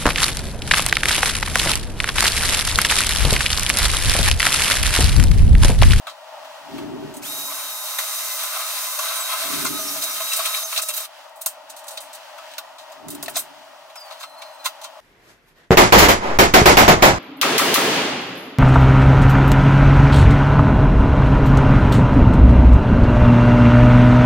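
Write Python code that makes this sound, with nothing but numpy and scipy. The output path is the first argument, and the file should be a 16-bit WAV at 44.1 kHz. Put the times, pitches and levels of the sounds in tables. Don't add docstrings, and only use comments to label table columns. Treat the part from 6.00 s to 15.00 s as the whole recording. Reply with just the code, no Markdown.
import sys
import numpy as np
from scipy import signal
from scipy.fft import rfft, irfft, next_fast_len
from scipy.io import wavfile
from scipy.ndimage import uniform_filter1d, map_coordinates

SR = 44100
rng = np.random.default_rng(int(sys.argv[2]) if len(sys.argv) > 2 else 0)


def persist_wave(psi):
    counts = np.round(np.clip(psi, -1, 1) * 32767).astype(np.int16)
    wavfile.write(sys.argv[1], SR, np.atleast_2d(counts).T)


def invert_db(x):
    u = np.asarray(x, float) / 20
    return 10 ** u


N = 397076

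# time in seconds, motor whirr in dB, load on the bit in dB.
WHIRR_AND_LOAD = [(1.28, -31.5, -3.5), (1.48, -30, -6), (1.52, -31, 0.5), (1.79, -32, -3.5),
                  (2.0, -29.5, -2), (2.3, -28, -3), (2.6, -30, 1), (2.97, -27.5, -3), (3.08, -28.5, 2.5),
                  (3.25, -28.5, -0.5), (3.31, -29.5, 3.5), (3.63, -26.5, -1), (3.69, -30, -1.5),
                  (3.99, -28, -2.5), (4.08, -28, -2), (4.23, -28.5, -2), (4.45, -28, -0.5),
                  (4.62, -28, -3.5), (4.72, -29, 0.5), (4.94, -30, -2), (5.04, -35, 0.5)]
# frequency in Hz, relative level in dB.
WHIRR_COLOUR = [(2900, -19), (5000, 4.5), (6300, 6), (8000, 4), (10600, 4), (12500, 4.5), (15000, 4),
                (15750, 0), (16100, -76)]
# frequency in Hz, width in Hz, relative level in dB.
HOUSING_MODES = [(6200, 550, -7.5), (9870, 550, -11), (12400, 720, -8), (14000, 540, -16)]
# frequency in Hz, relative level in dB.
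CUTTING_COLOUR = [(820, -13.5), (1400, 0.5), (1740, -2.5), (2630, 0), (3430, 0.5), (3820, 4.5), (4500, 0),
                  (6150, -3.5), (6750, -13), (9000, 1), (11700, -9), (19800, -120)]
# frequency in Hz, width in Hz, relative level in dB.
STEEL_MODES = [(1860, 380, 4), (2050, 40, -28), (2560, 220, 8), (3124, 25, 18), (3780, 480, 12.5),
               (4450, 290, 11.5), (4734, 39, 12), (5500, 62, 12), (6150, 170, 3), (7360, 110, 11.5),
               (7660, 150, 3), (8400, 570, 12), (8610, 130, 3), (8620, 210, 7), (10120, 740, -1.5),
               (11590, 160, -14), (12800, 230, -25), (13500, 260, -14), (13600, 540, 4.5)]
# frequency in Hz, width in Hz, relative level in dB.
DUCT_MODES = [(546, 82, -10.5), (650, 35.5, 3), (831, 74, -5.5), (1026.5, 47, 2.5), (1133, 49, 7.5),
              (1155.7, 45, 6.5), (1301, 24.5, 6.5), (1421, 42, 2), (1590, 91, -4), (2065, 31, -1.5),
              (2300, 220, -5.5), (2710, 35, 0), (3297, 40, -1)]
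# frequency in Hz, width of the resonance in Hz.
SINGING_NOTES = [(1020, 20), (1172, 30), (1531, 28), (2046, 36)]
SINGING_LEVELS_DB = [0, -4, -6, -5]
# time in seconds, return in seconds, depth in dB.
BIT_SLIPS = [(4.005, 0.014, 3), (4.642, 0.087, 4), (4.808, 0.033, 7), (4.845, 0.069, 5.5), (4.92, .02, 8),
             (4.955, 0.019, 1.5)]
# time in seconds, pitch in Hz.
MESH_PITCH = [(1.2, 1290), (1.5, 1268), (1.9, 1251), (2.04, 1263), (2.35, 1255), (2.45, 1237), (2.65, 1248),
              (2.95, 1236), (3.04, 1272), (3.14, 1283), (3.33, 1279), (3.4, 1247), (3.7, 1245),
              (3.77, 1275), (3.83, 1215), (3.9, 1250), (3.97, 1205), (4.02, 1270), (4.06, 1294),
              (4.09, 1262), (4.13, 1232), (4.17, 1244), (4.22, 1263), (4.31, 1300), (4.35, 1296),
              (4.39, 1262), (4.44, 1230), (4.49, 1266), (4.57, 1278), (4.61, 1232), (4.66, 1250),
              (4.7, 1210), (4.74, 1250), (4.8, 1285), (4.87, 1278), (4.98, 1292), (5.03, 1262),
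              (5.07, 1170)]
# multiple of the mesh, relative level in dB, left port's lead in radians.
LEADING_GEAR_TONE = [(3, 4.5, 1.9)]
# multiple of the mesh, relative level in dB, left port's lead in radians.
HIGH_GEAR_TONES = [(5, -6, .8), (6, -8, 1), (7, -7, 1), (7.78, -5, .8), (8, -6, .8), (9, -2, .5),
                   (9.85, -2.5, .4), (10.14, -5, .4), (11, -7, .3), (11.56, -5, .3), (12.02, -4, .3)]
# time in seconds, level in dB,
# duct ring in relative dB, brightest pitch in Hz, rise in seconds.
DRILL_RASPS = [(1.163, -23, -20, 9000, 0.0054), (1.9822, -11.5, -4.5, 13500, 0.0049),
               (1.985, -10.5, -11, 1800, 0.0016), (1.987, -13.5, -18, 6500, .003),
               (2.4292, -15, -1, 9120, 0.0062), (2.5594, -17, -3, 12400, .006),
               (2.9844, -12.5, -2.5, 6170, 0.0055), (3.079, -17, -17, 3800, 0.0055),
               (3.3293, -16, -1.5, 12700, 0.0063), (3.647, -9.5, -1.5, 7800, 0.0028),
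               (3.657, -11, -4, 5500, 0.0056), (4.014, -13, -16, 5000, 0.01),
               (4.029, -8.5, -20, 8500, 0.0096), (4.1993, -20.5, -1, 2700, 0.0049),
               (4.316, -15.5, -12, 2690, 0.0086), (4.322, -8, -19, 5600, 0.012),
               (4.359, -9, -29, 8400, .006), (4.366, -10, -20, 13500, 0.0055),
               (4.388, -15, -1, 3770, 0.0056), (4.446, -10, -9, 2690, 0.012),
               (4.453, -12.5, -26, 6960, 0.0058), (4.53, -15, -10, 2400, 0.017),
               (4.562, -16, -8, 5000, 0.011), (4.719, -19, 0.5, 2500, 0.0067),
               (4.755, -13, -13, 2700, 0.0095), (4.77, -8, -12, 4430, .008),
               (4.7897, -21.5, 0.5, 2700, 0.005), (4.812, -8.5, -18, 8200, 0.0099),
               (4.883, -8.5, -21, 9700, 0.0043), (4.892, -18, -7, 2670, 0.0093),
               (4.934, -13, -27, 13600, .006), (4.962, -12, -24, 13600, .004),
               (4.971, -8, -19, 14200, .005), (4.997, -19, -9, 8300, 0.008), (5.042, -35, -12, 6600, .006)]
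# start in seconds, length in seconds, start and end pitch in Hz, level in dB.
CHIP_SQUEALS = [(3.138, 0.06, 10000, 8400, -26), (3.183, 0.064, 8100, 7770, -26.5),
                (3.757, 0.11, 6200, 5880, -30.5), (3.853, 0.068, 5700, 5370, -27),
                (4.09, 0.036, 5900, 5560, -30), (4.615, 0.067, 6150, 6200, -26)]
# time in
# seconds, level in dB, note in Hz, 60 dB decay in seconds.
THUMPS = [(2.989, -28, 620, .05), (3.418, -33, 668, .4), (3.79, -32.5, 635, 0.39),
          (3.96, -31, 647, 0.15), (4.034, -33, 652, 0.14), (4.205, -26.5, 650, 0.11),
          (4.318, -22, 2710, 0.12), (4.39, -28, 660, 0.093), (4.455, -30, 2670, .08),
          (4.46, -36, 650, 0.056), (4.543, -27, 2300, .07), (4.63, -35, 650, 0.23),
          (4.772, -27, 2740, .12), (4.893, -28, 2710, 0.11), (4.76, -34, 649, 0.19),
          (4.79, -24.5, 1264, 0.07), (4.834, -31.5, 636, 0.065), (4.89, -33.5, 611, 0.16),
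          (5.005, -34, 645, 0.089), (7.232, -28.5, 670, 0.026), (7.2815, -20.5, 675, 0.036),
          (7.365, -21.5, 696, 0.056)]
# time in seconds, level in dB, duct ring in relative dB, brightest pitch
# in Hz, 60 dB decay in seconds.
TOOL_TAPS = [(0.0684, -30, 5.5, 2920, 0.19), (0.447, -37, -16, 2190, .073), (0.781, -35, 2, 2530, 0.12),
             (1.139, -33.5, -22, 9000, 0.2), (1.218, -45, -22, 9000, .12), (1.257, -38, 4, 1150, .06),
             (5.293, -47, -25, 9000, .04), (5.358, -43, -25, 10500, 0.26), (5.46, -7.5, -18.5, 9900, 0.045),
             (5.464, -15.5, -19, 9300, 0.13), (5.764, -32, -18, 7700, 0.17),
             (5.8806, -23.5, -33, 7600, 0.11), (5.907, -31, -26, 7660, 0.26),
             (5.973, -23.5, -16, 3780, 0.076), (6.0038, -31, -20, 8600, 0.23), (6.13, -30, -21, 7540, 0.11),
             (6.514, -38, -19, 3780, .09), (6.536, -34, -17, 2700, 0.063), (6.5807, -20.5, -9, 4150, 0.067),
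             (6.582, -23, -30, 14000, 0.069), (6.783, -35.5, -8, 3880, 0.25),
             (6.9196, -36.5, -23, 6040, 0.082), (7.083, -25.5, -17, 8400, 0.075),
             (7.102, -24, -21, 10800, .17), (7.148, -26, -15, 10600, .056), (7.226, -17.5, -19, 9700, 0.1),
             (7.2595, -25, -26, 4120, 0.039), (7.281, -21.5, -9, 1860, 0.055),
             (7.3565, -18, -21, 5100, 0.12), (7.3664, -11.5, -13.5, 10000, 0.14),
             (7.955, -33.5, 0, 7300, 0.11), (8.643, -32, -2, 13500, 0.11), (8.658, -19, -16, 13500, 0.098)]
# time in seconds, level in dB,
# duct ring in relative dB, brightest pitch in Hz, rise in seconds.
TOOL_SCRAPES = [(0.094, -34, -12, 4400, 0.0021), (5.408, -21, -29, 11600, 0.0082),
                (5.688, -29, -18, 7100, 0.015), (5.783, -36, -13, 7900, 0.0087),
                (5.83, -40, -13, 8200, 0.013), (5.862, -35, -20, 8200, .0091),
                (6.143, -29.5, -24, 8400, 0.008), (6.375, -38.5, 5, 6000, 0.0079),
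                (7.288, -24.5, -27, 10700, 0.009), (7.325, -29.5, -2, 6000, 0.028),
                (7.372, -18, -14, 10700, 0.024), (7.89, -44, 3, 2500, 0.011), (8.1, -35, -1, 3950, 0.0094),
                (8.118, -35.5, 2, 4000, 0.0051), (8.18, -31.5, -1.5, 6250, 0.031),
                (8.212, -29, 1.5, 3770, 0.022), (8.41, -31, -2, 3720, 0.011),
                (8.636, -15.5, -1, 4400, 0.025), (8.81, -33, -9, 5900, 0.0067),
                (8.824, -26.5, -7, 5100, 0.021)]
# start in seconds, length in seconds, start and settled pitch in Hz,
# level in dB before fading.
RIVETER_SQUEEZES = [(7.955, .41, 5280, 4020, -43), (8.36, .215, 4270, 4050, -46.5),
                    (8.575, .08, 4090, 4030, -51)]
# multiple, relative level in dB, left port's lead in radians.
JOINT_TONES = [(1, 0, 1.5), (1.5, -25, 1), (2, -20, 1), (2.5, -27, 1), (3, -21, .6), (3.45, -21, .5)]
# time in seconds, level in dB.
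ROAR_LEVEL = [(0.0, -46.5), (0.29, -40), (1.12, -42.5), (5.08, -46.5), (5.25, -43.5), (5.73, -44),
              (6.0, -42), (6.28, -42), (6.84, -43.5), (6.98, -42.5), (7.12, -46.5), (7.3, -43.5),
              (7.55, -47.5), (7.99, -46.5), (8.1, -41.5), (8.26, -45.5), (8.34, -42), (9.0, -45)]
# frequency in Hz, relative level in dB.
ROAR_COLOUR = [(260, -44), (440, -33.5), (550, -5.5), (633, 5), (713, -4.5), (905, 0.5), (1060, -6.5),
               (1180, -6.5), (1430, -10.5), (1730, -53), (1860, -10), (2080, -26), (2600, -18), (3380, -97),
               (5720, -120)]
# frequency in Hz, relative level in dB.
HISS_COLOUR = [(880, -40), (1500, -0.5), (1870, -4), (2250, -6.5), (2910, -2), (5710, -10), (7840, -15.5),
               (10000, -18), (16000, -22.5)]
# start in seconds, length in seconds, peak level in dB.
HISS_RUSTLES = [(-.1, 1.67, -47.5), (5.782, 1.04, -46), (7.137, 0.39, -46), (7.915, 0.39, -48.5),
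                (8.4, 0.88, -53)]
# frequency in Hz, width in Hz, relative level in dB.
DRONE_MODES = [(147.5, 9.8, -4.5), (241.5, 29, -11), (289.8, 15.4, 3.5), (341, 7.1, -6), (387.6, 18.3, -1),
               (222, 500, -17.5)]
# start in seconds, level of the drone in dB, hold in seconds.
FILTER_OPENINGS = [(0.58, -31, 0.3), (3.357, -33, 0.2), (6.93, -36, 0.027), (7.1, -63.5, 0.22)]
# frequency in Hz, left port's lead in radians.
PORT_LEAD = [(100, -1), (260, -1.9), (420, -1.5), (550, -.2), (2000, -.1), (2900, -1.2), (3450, -3),
             (3700, -3.9), (4300, -3.5), (4900, -7.3), (5700, -6), (7200, -5.4), (8600, -7.2), (10000, -7),
             (11500, -6.25), (16000, -6.3)]
# frequency in Hz, likeness from 0 to 1.
PORT_LIKENESS = [(100, .5), (250, .88), (600, .72), (1600, .85), (3000, .2), (3800, .6), (4600, .15),
                 (6200, .45), (8000, .25), (9300, .4), (10500, .2), (11500, .5), (14000, .87)]
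# frequency in Hz, left over right in dB.
PORT_BALANCE = [(60, 4), (150, -3.5), (380, 1.5), (950, 3.5), (2380, 1), (5980, -0.5), (15000, -1)]

TRIGGER_S, RELEASE_S = 1.214, 5.055
SPIN_UP_S, BRAKE_DB_PER_S = 0.021, 900
CONTACT_S, SINKS_S = 1.48, 3.67
BINDS_S, THROUGH_S = 4.01, 4.66
CUT_DB, RING_DB, RING_PER_LOAD = -3, -8.5, 1.8
FREE_RING_DB, SINGING_DB = -6.5, -17
SLIP_DROP_S = 0.0068
WHINE_DB, WHINE_WANDER_DB, FREE_WHINE_DB = -43.5, 0.8, -4
WHINE_DB_PER_HZ, MIDDLE_HZ = 0.135, 1263
MESH_NOTE_DB, MESH_NOTE_PER_LOAD = -2, 0.5
DEEP_NOTE_DB, BINDING_DB = 3.5, 2.5
STARTING_DB, HIGH_FADE_DB_PER_S = 3, 0.5
RASP_T60_S, SCRAPE_T60_S, TAP_RISE_S = 0.096, 0.096, 0.00057
ONSET_S, SETTLE_S = 0.03, 0.135
FADE_DB, FADE_S = 11, 0.13
RUB_DB = -12
HISS_DB = -50.5
SHUT_DRONE_DB, SHUT_WANDER_DB = -68.5, 2
OPEN_DB_PER_S, CLOSE_DB_PER_S, CLOSE_TAIL_S = 226, 58, 1
TOP_HZ, ABOVE_TOP_DB = 15900, -38


def drill():
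    whirr_db, load_db = curves(WHIRR_AND_LOAD)
    slip_db = slips_db()
    whirr_colour = lambda hz: colour(WHIRR_COLOUR)(hz) * (1 + np.abs(modes(HOUSING_MODES)(hz)))
    whirr = invert_db(-2 + 0.67 * wobble(640) + 0.79 * wobble(30.03)) * noise(whirr_colour)

    chatter = invert_db(1.0 * wobble(900) + 1.4 * wobble(40))
    scrape = lambda hz: colour(CUTTING_COLOUR)(hz) * (4.6 + np.abs(modes(STEEL_MODES)(hz)))
    cutting = invert_db(CUT_DB + load_db - 1.8 * slip_db) * chatter * noise(scrape)

    ring_db = RING_DB + RING_PER_LOAD * load_db + FREE_RING_DB * (time() > THROUGH_S)
    ring = invert_db(ring_db + 1.6 * wobble(25.09)) * noise(modes(DUCT_MODES))
    singing = (time() > CONTACT_S) * (time() < SINKS_S)
    for (hz, width), db in zip(SINGING_NOTES, SINGING_LEVELS_DB):
        level = invert_db(SINGING_DB + db + load_db / 2 + 1.2 * wobble(5.06))
        narrow = lambda f: modes([(hz, width, 0)])(f) ** 2
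        ring = ring + singing * level * noise(narrow)
    return invert_db(whirr_db - slip_db + motor()[1]) * (whirr + cutting + ring)


def motor():
    speed = 1 - np.exp(-np.maximum(time() - TRIGGER_S, 0) / SPIN_UP_S)
    brake_db = BRAKE_DB_PER_S * np.maximum(time() - RELEASE_S, 0)
    return speed, 28 * np.log10(speed + 1e-6) - brake_db


def slips_db():
    return sum(np.interp(time() - s, [-SLIP_DROP_S, 0, back], [0, db, 0]) for s, back, db in BIT_SLIPS)


def gears():
    speed, motor_db = motor()
    full_hz, = curves(MESH_PITCH)
    load_db = curves(WHIRR_AND_LOAD)[1]
    rattle = (0.001 + 0.15 * (1 - speed)) * wobble(200)
    mesh_hz = speed * full_hz * (1 + rattle + 0.002 * wobble(16))
    lead_db = WHINE_DB_PER_HZ * (full_hz - MIDDLE_HZ)

    low_db = MESH_NOTE_DB + DEEP_NOTE_DB * (time() > SINKS_S) + MESH_NOTE_PER_LOAD * load_db
    low = invert_db(low_db) * tones(mesh_hz, [(1, 0, 0.3)], flutter_db=3, rate=20)
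    binding = (time() > BINDS_S) * (time() < THROUGH_S)
    leading = invert_db(lead_db + BINDING_DB * binding) * tones(mesh_hz, LEADING_GEAR_TONE, flutter_db=1.3, rate=25)
    high_db = lead_db / 2 - HIGH_FADE_DB_PER_S * (time() - TRIGGER_S)
    high_hz = mesh_hz * (1 + 0.002 * wobble(150))
    high = invert_db(high_db) * tones(high_hz, HIGH_GEAR_TONES, flutter_db=2.5, rate=9)

    whine_db = WHINE_DB + FREE_WHINE_DB * (time() > THROUGH_S) + WHINE_WANDER_DB * wobble(5.5)
    starting_db = STARTING_DB * np.clip((1 - speed) / 0.08, 0, 1)
    return invert_db(whine_db + 0.5 * motor_db - starting_db - 0.6 * slips_db()) * (low + leading + high)


def rasps():
    return contacts([(*row, RASP_T60_S) for row in DRILL_RASPS], width=0.47, steel_db=-3.5, crest_db=15.5)


def chips():
    out = np.zeros((2, N))
    for s, length, start_hz, end_hz, db in CHIP_SQUEALS:
        n = round(length * SR)
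        roughness_hz = 1200 * uniform_filter1d(rng.standard_normal(n), size=40)
        glide_hz = np.linspace(start_hz, end_hz, n) + roughness_hz
        squeal = np.hanning(n) * np.sin(2 * np.pi * np.cumsum(glide_hz) / SR)
        out[0, round(s * SR):][:n] += invert_db(db) * squeal
    return out


def thumps():
    out = np.zeros((2, N + SR))
    t = np.arange(SR // 4) / SR
    for s, db, hz, t60 in THUMPS:
        note = invert_db(-60 * t / t60) * np.sin(2 * np.pi * hz * t)
        edge = 0.63 * invert_db(-60 * t / 0.014) * np.sin(2 * np.pi * 2.72 * hz * t)
        out[0, round(s * SR):][:len(t)] += invert_db(db) * (note + edge)
    return out[:, :N]


def taps():
    knocks = [(*row, TAP_RISE_S, t60) for *row, t60 in TOOL_TAPS]
    scrapes = [(*row, SCRAPE_T60_S) for row in TOOL_SCRAPES]
    return contacts(knocks + scrapes, width=0.94, steel_db=-4, crest_db=9.5)


def contacts(table, width, steel_db, crest_db):
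    out = np.zeros((2, N + SR))
    for s, db, ring_db, bright_hz, rise, t60 in table:
        hit = burst(ring_db, bright_hz, rise, t60, width, steel_db)
        out[:, round(s * SR):][:, :hit.shape[1]] += invert_db(db - crest_db) * hit
    return out[:, :N]


def burst(ring_db, bright_hz, rise, t60, width, steel_db):
    t = np.arange(SR // 4) / SR
    shape = np.minimum(t / rise, 1) ** 2 * invert_db(-60 * np.maximum(t - rise, 0) / t60)
    crack = shape * noise(modes([(bright_hz, width * bright_hz, 0), (8000, 14000, -9)]), len(t))
    steel = filtered(crack, modes(struck(STEEL_MODES, 2.5)))
    push = shape ** 2 * rng.standard_normal((2, len(t)))
    ring = filtered(push, modes(struck(DUCT_MODES, 1.8)))
    return crack + invert_db(steel_db) * steel + invert_db(ring_db + 12.0) * ring / np.abs(ring).max()


def struck(table, scatter_db):
    scatter = scatter_db * rng.standard_normal(len(table))
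    return [(hz, width, db + change) for (hz, width, db), change in zip(table, scatter)]


def riveter():
    out = 0
    for s, length, start_hz, settled_hz, db in RIVETER_SQUEEZES:
        t = np.maximum(time() - s, 0)
        pitch_hz = settled_hz + (start_hz - settled_hz) * np.exp(-t / SETTLE_S)
        pitch_hz = pitch_hz * (1 + 0.007 * wobble(150))
        gate = np.clip(np.minimum(t / ONSET_S, (length - t) / 0.01), 0, 1)
        level = gate * invert_db(db + 2 * wobble(30))
        faded = 1 - np.exp(-(t / FADE_S) ** 3)
        main = invert_db(-FADE_DB * faded) * tones(pitch_hz, JOINT_TONES[:1], flutter_db=2.5, rate=60)
        overtones = invert_db(-FADE_DB / 3) * tones(pitch_hz, JOINT_TONES[1:], flutter_db=3.5, rate=20)
        rub = invert_db(RUB_DB - FADE_DB / 2 * faded + 3.3 * wobble(60)) * noise(modes([(10000, 9000, 0)]))
        out = out + level * (main + overtones + rub)
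    return out


def outdoors():
    roar = invert_db(curves(ROAR_LEVEL)[0] + 1.2 * wobble(12)) * noise(colour(ROAR_COLOUR))
    rustle_power = 0
    for s, length, db in HISS_RUSTLES:
        rustle_power = rustle_power + invert_db(2 * db) * np.sin(np.pi * np.clip((time() - s) / length, 0, 1))
    hiss_level = np.sqrt(invert_db(2 * HISS_DB) + np.abs(rustle_power))
    hiss = hiss_level * invert_db(1.7 * wobble(9.1)) * noise(colour(HISS_COLOUR))
    low_notes = lambda hz: modes(DRONE_MODES)(hz) / (1 + (hz / 460) ** 12)
    return roar + hiss + invert_db(drone_db()) * noise(low_notes)


def drone_db():
    level = SHUT_DRONE_DB + SHUT_WANDER_DB * wobble(6.0)
    for s, db, hold in FILTER_OPENINGS:
        opening_s = (db - SHUT_DRONE_DB) / OPEN_DB_PER_S
        after = np.maximum(time() - s - opening_s - hold, 0)
        fall = CLOSE_DB_PER_S * CLOSE_TAIL_S * (1 - np.exp(-after / CLOSE_TAIL_S))
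        climb = SHUT_DRONE_DB + OPEN_DB_PER_S * (time() - s)
        level = np.maximum(level, np.minimum(climb, db - fall))
    return level


def time():
    return np.arange(N) / SR


def curves(rows):
    s, *cols = np.transpose(rows)
    return [np.interp(time(), s, c) for c in cols]


def wobble(rate):
    knots = rng.standard_normal(int(N * rate / SR) + 4)
    return map_coordinates(knots, [np.arange(N) * rate / SR])


def tones(pitch_hz, partials, flutter_db, rate):
    turn = 2 * np.pi * np.cumsum(pitch_hz) / SR
    out = 0
    for k, db, lead in partials:
        apart = np.array([wobble(rate), wobble(rate)]) / 2
        flutter = invert_db(flutter_db * (wobble(rate) + apart))
        out = out + invert_db(db) * flutter * np.sqrt(2) * np.sin(k * turn + [[lead / 2], [-lead / 2]])
    return out


def noise(response, n=N):
    return unit(filtered(rng.standard_normal((2, n)), response))


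def unit(x):
    return x / np.sqrt(np.mean(x ** 2) + 1e-20)


def filtered(x, response):
    n = x.shape[-1]
    m = next_fast_len(n + 4096)
    return irfft(rfft(x, m) * response(np.fft.rfftfreq(m, 1 / SR)), m)[..., :n]


def modes(table):
    def response(f):
        total = 0
        for k, (centre, width, db) in enumerate(table):
            damping = 1j * f * width
            total = total + (-1) ** k * invert_db(db) * damping / (centre * centre - f * f + damping)
        return total
    return response


def colour(spectrum):
    return lambda hz: invert_db(along(spectrum, hz))


def along(points, hz):
    f, v = np.transpose(points)
    return np.interp(np.log(hz + 1), np.log(f + 1), v)


def ports(pair):
    share = lambda hz: np.arccos(np.clip(along(PORT_LIKENESS, hz), 0, 1)) / 2
    side = np.array([[0.5], [-0.5]])
    place = lambda hz: invert_db(side * along(PORT_BALANCE, hz)) * np.exp(1j * side * along(PORT_LEAD, hz))
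    direct = filtered(pair[0], lambda hz: np.cos(share(hz)) * place(hz))
    scattered = filtered(pair[1], lambda hz: np.sin(share(hz)) * place(hz) * 2 * side)
    return direct + scattered


def scene():
    wind_filter = lambda hz: invert_db(-18.5) + 1 / (1 + (520 / (hz + 1)) ** 14)
    near = filtered(drill() + rasps() + chips() + taps() + thumps(), wind_filter)
    return ports(near + outdoors()) + gears() + riveter()


def band_limit(x):
    return signal.sosfilt(signal.butter(12, 16950, fs=SR, output="sos"), x)


def record(dry):
    heard = filtered(dry, lambda hz: np.where(hz < TOP_HZ, 1, invert_db(ABOVE_TOP_DB)))
    return band_limit(heard)


dry = scene()
out = record(dry)
persist_wave(out)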